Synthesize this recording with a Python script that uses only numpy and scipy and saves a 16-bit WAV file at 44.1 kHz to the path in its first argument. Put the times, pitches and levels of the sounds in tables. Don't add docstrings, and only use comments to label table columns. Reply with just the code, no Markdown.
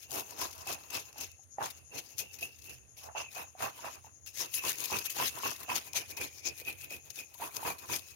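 import sys
import numpy as np
from scipy import signal
from scipy.fft import rfft, irfft, next_fast_len
from scipy.io import wavfile
from scipy.ndimage import uniform_filter1d, map_coordinates

SR = 44100
rng = np.random.default_rng(int(sys.argv[2]) if len(sys.argv) > 2 else 0)


def to_linear_factor(level_db):
    exponent = np.asarray(level_db, float) / 20
    return 10 ** exponent


def wrap_up_sound(samples):
    columns = np.atleast_2d(samples).T
    tamed = np.clip(columns, -1, 1)
    steps = np.round(tamed * 32767).astype(np.int16)
    wavfile.write(sys.argv[1], SR, steps)


N = 359756
TIME_S = np.arange(N) / SR

# peak in seconds, level in dB, rise in ms, fall in ms.
PUSHES = [(0.137, -32.5, 31, 66), (0.192, -29.5, 60, 27), (0.416, -30, 46, 65), (0.723, -31, 55, 29),
          (0.949, -30, 33, 61), (1.222, -37, 54, 51), (1.638, -32, 14, 53), (1.982, -34.5, 38, 25),
          (2.196, -28.5, 23.3, 31), (2.432, -37, 24, 37), (2.657, -45.5, 41, 26), (3.187, -37, 30, 51),
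          (3.394, -34, 74, 41), (3.63, -31, 40, 58), (3.87, -42, 144, 100), (4.41, -28.5, 59.5, 46),
          (4.691, -23, 57, 39), (4.919, -32, 63, 120), (5.196, -29, 44, 51), (5.272, -23.5, 115, 25.5),
          (5.462, -29.5, 61, 86), (5.72, -32.5, 43, 51), (5.765, -24.5, 28, 26), (5.966, -24.5, 23.6, 43),
          (6.219, -29, 17, 48.5), (6.476, -31.5, 32.5, 23), (6.69, -32, 39, 42), (6.919, -35, 23, 52),
          (7.18, -35.5, 35, 47), (7.439, -31.5, 47, 47), (7.689, -29, 77, 39), (7.957, -24.5, 66, 18)]
PUSH_STEEL_DB = [3, 1, 5, 1.5, 0.5, 5, -4, 4.5, 4.5, 3.5, 6, 1.5, -5, -5, -2, 5.3, -6, 2, -5, -2, -1, -4,
                 -1, -0.5, -4, 14, -20, -3.5, 2, -10.5, -5.5, 0]
STEEL_HISS_HZ = (4640, 7600)
# peak in seconds, level in dB, length in ms, board level in dB.
RETURNS = [(0.034, -45, 85, -67), (0.31, -44.5, 124, -46), (0.586, -48.5, 270, -48),
           (0.844, -50.5, 260, -54), (1.081, -47.5, 65, -52.5), (1.776, -50, 70, -59),
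           (2.1, -47.5, 150, -63), (2.353, -44.5, 73, -58.5), (2.553, -54.5, 190, -92),
           (3.059, -46, 70, -40), (3.777, -46.5, 69, -46), (3.949, -43.5, 43, -45.5),
           (4.059, -48.5, 48, -52), (4.577, -28.5, 85, -51), (4.812, -32, 90, -40.5), (5.063, -29, 42, -55),
           (5.364, -39.5, 75, -36), (5.61, -38, 53, -40), (5.873, -42, 94, -50.5),
           (6.109, -35.5, 53, -50.5), (6.382, -46, 98, -63), (6.599, -36.5, 65, -57.5),
           (6.831, -36.5, 77, -57), (7.072, -48, 61, -56), (7.313, -54, 92, -60), (7.567, -37.5, 78, -38),
           (7.83, -48, 86, -45), (8.104, -47, 140, -62)]
# peak in seconds, level in dB, fall in ms, lean to the left in dB.
CATCHES = [(0.512, -50, 10, 21), (0.531, -38, 8.4, 7), (0.611, -48, 17, 20), (0.907, -32.5, 4.9, 9),
           (1.183, -34, 9.9, 0), (1.316, -51, 10, 12), (1.436, -63, 13, 18), (1.705, -40.5, 14, 17),
           (2.39, -41.5, 12, 8), (2.412, -43, 11, -9), (2.587, -50.5, 13, 15), (2.622, -47, 7.1, 11),
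           (2.696, -41.5, 68, -2.5), (2.971, -43.5, 52, -1.5), (3.036, -43, 12, -3), (3.35, -36.5, 4.1, 12),
           (4.266, -40, 37, 7), (4.54, -30, 27, 9), (4.845, -26, 20, 10.5), (4.989, -27.5, 9.8, 10.5),
           (5.1, -29.5, 30, 3.5), (5.387, -34.5, 8.1, 8), (5.508, -31, 11, 3), (5.562, -42, 10, 0),
           (5.632, -34, 13, 1), (6.171, -33.5, 32, 2), (7.104, -38, 15, 3), (7.343, -46.5, 20, 14),
           (7.787, -37, 18, 3), (7.988, -36.5, 13, 9)]
# time in seconds, centre of the board's ring in Hz,
# flesh under the edge in dB, brightness of the pushes in dB.
SPOTS = [(0.15, 850, 4.5, 3), (0.45, 980, -3, -9), (0.96, 1000, -2, -11.5), (1.25, 845, -0.5, -12),
         (1.6, 980, -1.5, -13), (2.0, 740, 3, -9), (2.3, 710, 4.5, 7), (2.7, 900, 4.5, 9),
         (3.17, 850, -17, -22), (3.4, 955, -6, -7), (3.9, 1020, -5.5, -16), (4.4, 1056, 0, -7.5),
         (5.2, 1077, -1, -7.5), (5.75, 1050, -5, -13), (6.2, 840, 4.5, -12), (7.2, 640, 4, -1),
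         (7.43, 1010, -4.5, -2), (7.95, 1040, 1, -4.5)]
# frequency in Hz, level in dB.
SCALE_SPECTRUM = [(250, -16), (800, -10.5), (1600, -9), (2600, -4), (16000, 6.5)]
# frequency in Hz, width in Hz, level in dB.
STEEL_MODES = [(5220, 175, 1), (6684, 190, 9), (10770, 89, 1.5)]
# time in seconds, peak in dB, tone in Hz.
SNAPS = [(0.0966, -41, 6780), (0.1068, -29, 6000), (0.1155, -25, 6720), (0.1954, -26, 5520),
         (0.3071, -32, 6800), (0.389, -28, 5240), (0.4144, -22, 6970), (0.6713, -28, 5200),
         (0.7261, -25, 6090), (0.9037, -33, 6020), (1.209, -25, 6250), (1.6261, -30, 5310),
         (1.9793, -31, 5400), (2.1813, -24, 5490), (2.1878, -24, 6450), (2.1908, -23, 5150),
         (2.3405, -35, 6800), (2.4088, -35, 6460), (2.4268, -33, 6100), (3.3791, -33, 4070),
         (4.2606, -38, 6470), (4.3963, -26, 6800), (4.4582, -32, 6550), (4.5405, -20, 6160),
         (4.6358, -28, 6130), (4.6497, -23, 6230), (4.6878, -19, 5560), (4.6936, -18, 6700),
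         (4.7546, -32, 6680), (4.7829, -27, 6690), (4.803, -23, 6680), (4.8383, -24, 6050),
         (4.8554, -23, 5260), (4.9076, -25, 5320), (4.966, -27, 5930), (4.9865, -24, 5220),
         (5.0628, -29, 6710), (5.0992, -26, 6770), (5.184, -26, 6700), (5.2564, -23, 5220),
         (5.3521, -33, 6830), (5.4265, -29, 5150), (5.4745, -23, 5420), (5.5048, -27, 5250),
         (5.5118, -27, 5970), (5.5288, -30, 5980), (5.5617, -34, 3780), (5.7622, -22, 5540),
         (5.7978, -36, 6400), (5.9318, -26, 5220), (5.9627, -24, 6760), (6.1698, -34, 6700),
         (6.4521, -29, 3920), (6.6487, -36, 5840), (6.9056, -34, 6680), (7.1027, -29, 6040),
         (7.157, -31, 5860), (7.5656, -20, 6420), (7.7023, -27, 6600), (7.9608, -22, 5570)]
# time in seconds, peak in dB.
TICKS = [(0.0304, -41), (0.2069, -34), (0.5089, -40), (0.5134, -40), (0.5302, -40), (0.5801, -41),
         (0.6127, -44), (0.7323, -31), (0.7455, -37), (0.8362, -44), (1.1282, -43), (1.2046, -35),
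         (1.316, -47), (1.7092, -39), (2.0393, -48), (2.6221, -47), (2.6419, -44), (2.696, -42),
         (3.3536, -39), (4.7189, -31), (4.73, -32), (4.9263, -28), (4.9945, -31), (5.0664, -31),
         (5.1034, -30), (5.4798, -29), (6.1109, -38), (6.5775, -39), (6.5834, -37), (6.6002, -39),
         (6.7275, -38), (6.812, -38), (6.8193, -39), (6.845, -39), (6.9643, -42), (7.1089, -41),
         (7.3435, -43), (7.4758, -39), (7.543, -37), (7.5472, -36), (7.5619, -34), (7.7892, -40),
         (7.9935, -36), (8.1064, -43)]
# peak in seconds, board level in dB, rise in ms, blade level in dB.
PRESSES = [(0.18, -32.5, 61, -42.5), (0.428, -30, 53, -43.5), (0.699, -32, 32, -42.5),
           (0.955, -35.5, 48, -40), (1.224, -42, 68, -47), (1.32, -80, 44, -68), (1.618, -28, 30.5, -50),
           (1.958, -40, 40, -45), (2.199, -49.5, 19, -42), (2.428, -51.5, 19, -42), (2.705, -54.5, 72, -49),
           (2.99, -59, 35, -57), (3.154, -30.5, 2.1, -35.5), (3.386, -33, 35, -43),
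           (3.642, -24.5, 45, -41.5), (3.867, -33, 59, -47), (4.411, -39, 22, -42), (4.653, -31, 22, -38),
           (4.93, -27, 19.6, -33), (5.213, -27, 46, -34.5), (5.446, -27.5, 17, -36.5), (5.7, -28, 20, -40),
           (5.976, -43.5, 32, -40), (6.217, -39, 43, -40), (6.464, -45, 25, -39), (6.68, -48, 29, -38.5),
           (6.92, -49, 23, -44), (7.194, -54.5, 42, -47.5), (7.432, -31.5, 34, -46),
           (7.663, -26.5, 20.5, -37), (7.906, -31.5, 20, -42.5)]
# frequency in Hz, width in Hz, level in dB.
BOARD_LOW = [(430, 190, -5), (669, 115, 3.5), (784, 48, 11), (850, 235, 5.5)]
BOARD_HIGH = [(955, 27, -2), (1030, 15.7, 1), (1098, 74, -2.5), (1760, 1230, -6.5)]
# frequency in Hz, width in Hz, level in dB.
BOARD_RADIATION = [(900, 750, 0)]
# frequency in Hz, level in dB.
FLESH_SPECTRUM = [(50, -6), (125, 1.5), (175, -7), (300, -1.5), (480, -0.5), (800, -13)]
# time in seconds, pitch in Hz.
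BLADE_PITCH = [(0, 2630), (0.7, 2640), (1.4, 2630), (2.3, 2690), (3.05, 2590), (3.2, 2780), (3.3, 2570),
               (4.3, 2680), (4.8, 2583), (5.65, 2670), (5.94, 2420), (6.4, 2440), (6.9, 2535), (7.4, 2510),
               (8.15, 2550)]
# time in seconds, peak in dB, pitch in Hz.
PINGS = [(0.1584, -41, 2570), (0.676, -26.5, 2610), (0.9327, -37, 2700), (0.9512, -34, 2750),
         (1.918, -40, 2680), (2.1932, -30, 2500), (2.387, -38, 2520), (2.4272, -20.5, 2604),
         (2.4523, -35, 2670), (3.155, -42, 2640), (3.1667, -45, 2750), (3.5944, -43, 2600),
         (3.6348, -30, 2560), (4.2697, -35.5, 2720), (4.546, -14, 11140), (4.577, -28, 2560),
         (4.6543, -28, 2600), (4.8383, -42, 2400), (4.933, -27, 2520), (5.202, -36, 2560),
         (5.442, -45, 2650), (5.9325, -35, 2460), (5.9554, -43, 2490), (5.9728, -32, 2360),
         (6.1722, -30, 2560), (6.2148, -32, 2400), (6.454, -35, 2520), (6.6503, -43, 2540),
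         (6.675, -26, 2500), (6.9048, -31, 2480), (7.1881, -29, 2475), (7.6261, -40, 2450),
         (7.652, -43, 2470), (7.6873, -38, 2470), (7.7032, -28, 2380), (7.8997, -36, 2550),
         (7.9164, -31, 2460), (7.9364, -27, 2400)]
# time in seconds, peak in dB, board tone in Hz.
KNOCKS = [(0.098, -53, 790), (0.15, -51, 700), (0.182, -35, 1040), (0.323, -44, 960), (0.419, -41, 670),
          (0.667, -38.5, 800), (0.696, -35.5, 706), (1.159, -46, 840), (1.392, -58, 775),
          (1.584, -25.5, 803), (1.608, -28.5, 940), (1.634, -32, 930), (2.426, -45.5, 694),
          (3.034, -51, 860), (3.087, -39.5, 850), (3.111, -50, 845), (3.15, -34, 850), (3.174, -49, 846),
          (3.346, -60, 714), (3.366, -38.5, 764), (3.551, -45, 746), (3.604, -38.5, 720), (3.79, -42, 950),
          (3.844, -38.5, 670), (3.867, -38, 800), (4.045, -45.5, 885), (4.068, -48, 850),
          (4.404, -41.5, 1090), (4.623, -42, 1090), (4.639, -31, 1060), (4.902, -33, 1050),
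          (4.918, -31, 848), (5.165, -36, 820), (5.2, -23, 994), (5.224, -24, 1043), (5.375, -39, 1040),
          (5.434, -26, 1090), (5.456, -24, 1090), (5.684, -40, 716), (5.694, -25.5, 1030),
          (5.716, -24, 1000), (5.941, -38.5, 960), (6.174, -39, 940), (6.616, -47, 493), (6.913, -46, 560),
          (7.351, -47, 975), (7.399, -41, 715), (7.421, -28, 930), (7.629, -31, 890), (7.65, -30.5, 960),
          (7.897, -34, 990)]
# frequency in Hz, level in dB.
CICADAS = [(2500, -49), (4500, -22), (5500, -11), (6200, -3.5), (6590, 5.5), (6850, 0.5), (7200, -4),
           (7500, -43)]
KATYDIDS = [(5000, -19), (7900, -26), (8600, 1), (9210, -3.5), (10100, -2), (11400, -5.5), (12000, -22),
            (16000, -33)]
MOTOR = [(25, -31), (84, 5), (108, -6.5), (131, -3.5), (152, -19), (800, -25.5), (1200, -25), (2600, -34.5)]
# frequency in Hz, gain in dB.
LEFT_PORT = [(100, -18.5), (200, -11), (400, -2.5), (1000, -4), (2000, -1.5), (5500, -3.5), (6700, 1.5),
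             (7300, -10.5), (7900, -11.5), (10000, -7.5), (13000, -4), (15500, -9.5)]
RIGHT_PORT = [(60, 2.5), (700, 3), (1200, -6.5), (3000, -2), (4000, -18.5), (6800, -14), (7700, -80),
              (9000, -10.5), (11500, -6.5), (15500, -18.5)]
# frequency in Hz, share common to both.
ALIKE = [(100, 0.78), (400, 0.79), (1000, 0.32), (12000, 0.11)]


def scales():
    lean_db, bright_db = np.transpose(drags())[4:]
    left_db, right_db = 0.39 * lean_db, -0.85 * lean_db
    levels = swells(drags(), left_db - 0.27 * bright_db, right_db - 0.62 * bright_db,
                    left_db + 0.36 * bright_db, right_db + 0.3 * bright_db)
    levels = lingering(levels, t60=0.3, share_db=np.array([[-14], [-6], [-16], [-7]]))
    levels = lingering(levels, t60=0.98, share_db=np.array([[-27], [-24], [-30], [-28]]))

    clumps = to_linear_factor(1.8 * wobble(70))
    gate = crackle(rate=1500, spread_db=1.6, life_s=0.001, bed=1.5) * clumps
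    pops = pair(gate, lambda hz: to_linear_factor(along(SCALE_SPECTRUM, hz)) * (1 + 0.73 * modes(STEEL_MODES)(hz)))
    spectrum = signal.stft(pops, nperseg=256)[2]
    patches = uniform_filter1d(rng.standard_normal(spectrum.shape[1:]), size=3, axis=0)
    patches = uniform_filter1d(patches, size=8, axis=1)
    pops = unit(signal.istft(spectrum * to_linear_factor(3.1 * unit(patches)), nperseg=256)[1][:, :N])

    dull = filtered(pops, lambda hz: 1 / (1 + (hz / 7600) ** 8))
    bright = pops - dull
    low_hz, high_hz = STEEL_HISS_HZ
    hiss = filtered(dull, lambda hz: 1 / (1 + (low_hz / (hz + 1)) ** 8) / (1 + (hz / high_hz) ** 12))
    steel = to_linear_factor(np.interp(TIME_S, np.transpose(PUSHES)[0], PUSH_STEEL_DB))
    return to_linear_factor(2.5) * (levels[:2] * (dull + (steel - 1) * hiss) + levels[2:] * bright)


def drags():
    pushes = [(*row, 3, spot(row[0], column=3)) for row in PUSHES]
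    rise_share = 0.67
    pulls = [(s, db, rise_share * ms, (1 - rise_share) * ms, 5.5, -1.5 + 0.25 * (db + 35.5))
             for s, db, ms, _ in RETURNS]
    catches = [(s, db, 8.4, ms, lean, -5.5 + 0.12 * (db + 62.0)) for s, db, ms, lean in CATCHES]
    return pushes + pulls + catches


def spot(s, column):
    columns = np.transpose(SPOTS)
    return np.interp(s, columns[0], columns[column])


def snaps():
    out, t = np.zeros((2, N + SR)), np.arange(SR // 20) / SR
    lag_s, rise_s, t60 = 0.0014, 0.001, 0.009
    stiff = [(s + lag_s, db) for s, db, _ in SNAPS]
    small = [(s, db + 4) for s, db in TICKS]
    rustle = to_linear_factor(-23 - 10 * t / t60)
    envelope = (1 - np.exp(-t / rise_s)) * (to_linear_factor(-60 * t / t60) + rustle)
    for s, db in stiff + small:
        crack = envelope * np.sign(rng.standard_normal((2, len(t))))
        out[:, round(s * SR):][:, :len(t)] += to_linear_factor(db + 11 + np.array([[3], [-3]])) * crack

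    def crack_colour(hz):
        return to_linear_factor(along(SCALE_SPECTRUM, hz)) / (1 + (2500 / (hz + 1)) ** 2) / (1 + (hz / 11000) ** 2)

    tones = rings(SNAPS, t60=0.014, rise_s=0.00019, right_leads=0)
    return filtered(out[:, :N], crack_colour) + to_linear_factor(-5) * tones


def board():
    s, board_db, _, _, blade_db = np.transpose(presses())
    flesh_db = -46.5 + 0.67 * (board_db + 41.0) + 0.29 * (blade_db + 41.5) + spot(s, column=2)
    high = np.clip((spot(s, column=1) - 650) / 450, 0.03, 0.97)
    struck = swells(presses(), 10 * np.log10(1 - high), 10 * np.log10(high), flesh_db - board_db)
    low_level, high_level, thump = lingering(struck, t60=0.28, share_db=-10.5)
    slips = crackle(rate=200, spread_db=3.0, life_s=0.0028, bed=0.92)

    def blunt(table):
        return lambda hz: (modes(table)(hz) * modes(BOARD_RADIATION)(hz)
                           / (1 + (hz / 1700) ** 4) / (1 + (480 / (hz + 1)) ** 4))

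    wood = low_level * pair(slips, blunt(BOARD_LOW)) + high_level * pair(slips, blunt(BOARD_HIGH))
    return to_linear_factor([[-9], [-6.5]]) * wood + to_linear_factor(-0.33) * thump * pair(1., colour(FLESH_SPECTRUM))


def presses():
    pushes = [(s, db, ms, 81.3 - 0.7 * ms, sing) for s, db, ms, sing in PRESSES]
    lag_s = 0.0087
    pulls = [(s + lag_s, press, 0.68 * ms, 0.87 * ms, db - 14) for s, db, ms, press in RETURNS]
    return pushes + pulls


def blade():
    pitch_hz = np.interp(TIME_S, *np.transpose(BLADE_PITCH)) + 38 * wobble(20)
    turn = np.exp(2j * np.pi * np.cumsum(pitch_hz) / SR)
    kicks = pair(crackle(rate=330, spread_db=3.0, life_s=0.0036, bed=1.7), np.ones_like) / turn
    song = unit(np.real(turn * narrowed(kicks, width_hz=226)))
    flare = unit(np.real(turn * narrowed(kicks, width_hz=590)))
    sings = singing()
    pressed = swells(sings, np.zeros(len(sings)))
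    level = lingering(lingering(pressed, t60=0.42, share_db=-4.0), t60=0.8, share_db=-27)
    level = level * to_linear_factor(2 * wobble(25))
    pings = to_linear_factor(-4.5) * rings(PINGS, t60=0.081, rise_s=0.00048, right_leads=0.44)
    return to_linear_factor([[-5], [-2.6]]) * (level * song + to_linear_factor(-6.5) * np.sqrt(pressed * level) * flare) + pings


def singing():
    full_ms = 21
    loads = [(s + max(full_ms - rise, 0) / 1000, db, max(rise, full_ms) + 0.47, 0.75 * fall)
             for s, _, rise, fall, db in presses()]
    return loads + [(s, db - 24.5, 8.4, ms + 72) for s, db, ms, _ in CATCHES]


def knocks():
    near = rng.normal(0, 1, (len(KNOCKS), 2))
    sides, edge = [], []
    for (s, db, hz), (d, g) in zip(KNOCKS, near):
        sides += [(s, db - 14.5 + 2.5 * g, hz * (1 + k * (0.12 + 0.03 * d))) for k in (-1, 1)]
        edge += [(s, db - 12, hz * (ratio + 0.1 * d)) for ratio in (1.55, 2.2)]
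    ring = rings(list(KNOCKS) + sides, t60=0.05, rise_s=0.0006, right_leads=1.88)
    return to_linear_factor(2) * (ring + rings(edge, t60=0.023, rise_s=0.0006, right_leads=1.88))


def night():
    throb_hz, peak_s = 8.72, 1.53
    throb_db = 3.5 * np.cos(2 * np.pi * throb_hz * (TIME_S - peak_s))
    throb_db = throb_db + 1.2 * wobble(1.9) + 2.1 * wobble(32)
    low = to_linear_factor(-59.0 + throb_db) * pair(1., colour(CICADAS))
    high = to_linear_factor(-62 + 1.5 * wobble(4.9)) * pair(1., colour(KATYDIDS))
    hum = to_linear_factor(-62.0 + 1.6 * wobble(3.0)) * pair(1., colour(MOTOR))
    return low + high + hum


def swells(rows, *offsets_db):
    power = np.zeros((len(offsets_db), N))
    bite, let_go = 1.61, 2.05
    for (s, db, rise_ms, fall_ms, *_), extra_db in zip(rows, np.transpose(offsets_db)):
        near = slice(max(round((s - 0.4) * SR), 0), round((s + 0.4) * SR))
        t = TIME_S[near]
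        away = np.where(t < s, (s - t) / max(rise_ms - 4, 2), (t - s) / fall_ms) * 1000
        shape_db = db - 12 * away ** np.where(t < s, bite, let_go)
        power[:, near] += to_linear_factor(2 * shape_db) * to_linear_factor(2 * extra_db[:, None])
    return np.sqrt(power)


def lingering(level, t60, share_db):
    fall = to_linear_factor(-120 / t60 / SR)
    tail = signal.lfilter([1 - fall], [1, -fall], level ** 2)
    return np.sqrt(level ** 2 + to_linear_factor(2 * share_db) * tail)


def crackle(rate, spread_db, life_s, bed):
    sizes = to_linear_factor(spread_db * rng.standard_exponential(N).clip(0, 3))
    slips = (rng.random(N) < rate / SR) * sizes
    tail = to_linear_factor(-60 * np.arange(SR // 20) / SR / life_s)
    return bed + unit(signal.fftconvolve(slips, tail)[:N])


def rings(rows, t60, rise_s, right_leads):
    out, t = np.zeros((2, N + SR)), np.arange(SR // 6) / SR
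    for s, db, hz in rows:
        tone = np.sin(2 * np.pi * hz * t + np.array([[0], [right_leads]]))
        envelope = to_linear_factor(db - 60 * t / t60) * (1 - np.exp(-t / rise_s)) ** 2
        out[:, round(s * SR):][:, :len(t)] += envelope * tone
    return out[:, :N]


def pair(gate, response):
    m = next_fast_len(N + SR // 2)
    hz = np.fft.rfftfreq(m, 1 / SR)
    common, *own = rfft(gate * rng.standard_normal((3, N)), m)
    share = np.clip(along(ALIKE, hz), 0, 1)
    mixed = np.sqrt(1 - share) * own + np.sqrt(share) * common
    return unit(irfft(mixed * response(hz), m)[:, :N])


def modes(table):
    def response(f):
        return sum((-1) ** k * to_linear_factor(db) * 1j * f * width / (centre * centre - f * f + 1j * f * width)
                   for k, (centre, width, db) in enumerate(table))
    return response


def colour(points):
    return lambda hz: to_linear_factor(along(points, hz))


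def along(points, hz):
    f, v = np.transpose(points)
    return np.interp(np.log(hz + 1), np.log(f + 1), v)


def filtered(x, response):
    m = next_fast_len(N + SR // 2)
    return irfft(rfft(x, m) * response(np.fft.rfftfreq(m, 1 / SR)), m)[..., :N]


def narrowed(z, width_hz):
    pole = np.exp(-np.pi * width_hz / SR)
    return signal.lfilter([1], [1, -2 * pole, pole ** 2], z)


def wobble(rate):
    knots = rng.standard_normal(int(N * rate / SR) + 4)
    return map_coordinates(knots, [np.arange(N) * rate / SR])


def unit(x):
    return x / np.sqrt(np.mean(np.abs(x) ** 2) + 1e-20)


def scene():
    return scales() + snaps() + board() + blade() + knocks() + night()


def top_cut(x):
    return signal.sosfilt(signal.butter(12, 16810, fs=SR, output="sos"), x)


def record(dry):
    lead_s, top_hz = 23 / SR, 15850

    def ports(hz):
        left = to_linear_factor(along(LEFT_PORT, hz)) * np.exp(2j * np.pi * hz * lead_s)
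        right = to_linear_factor(along(RIGHT_PORT, hz))
        return (hz < top_hz) / (1 + (52 / (hz + 1)) ** 4) * np.array([left, right])

    mix = filtered(dry, ports)
    return top_cut(mix)


dry = scene()
out = record(dry)
wrap_up_sound(out)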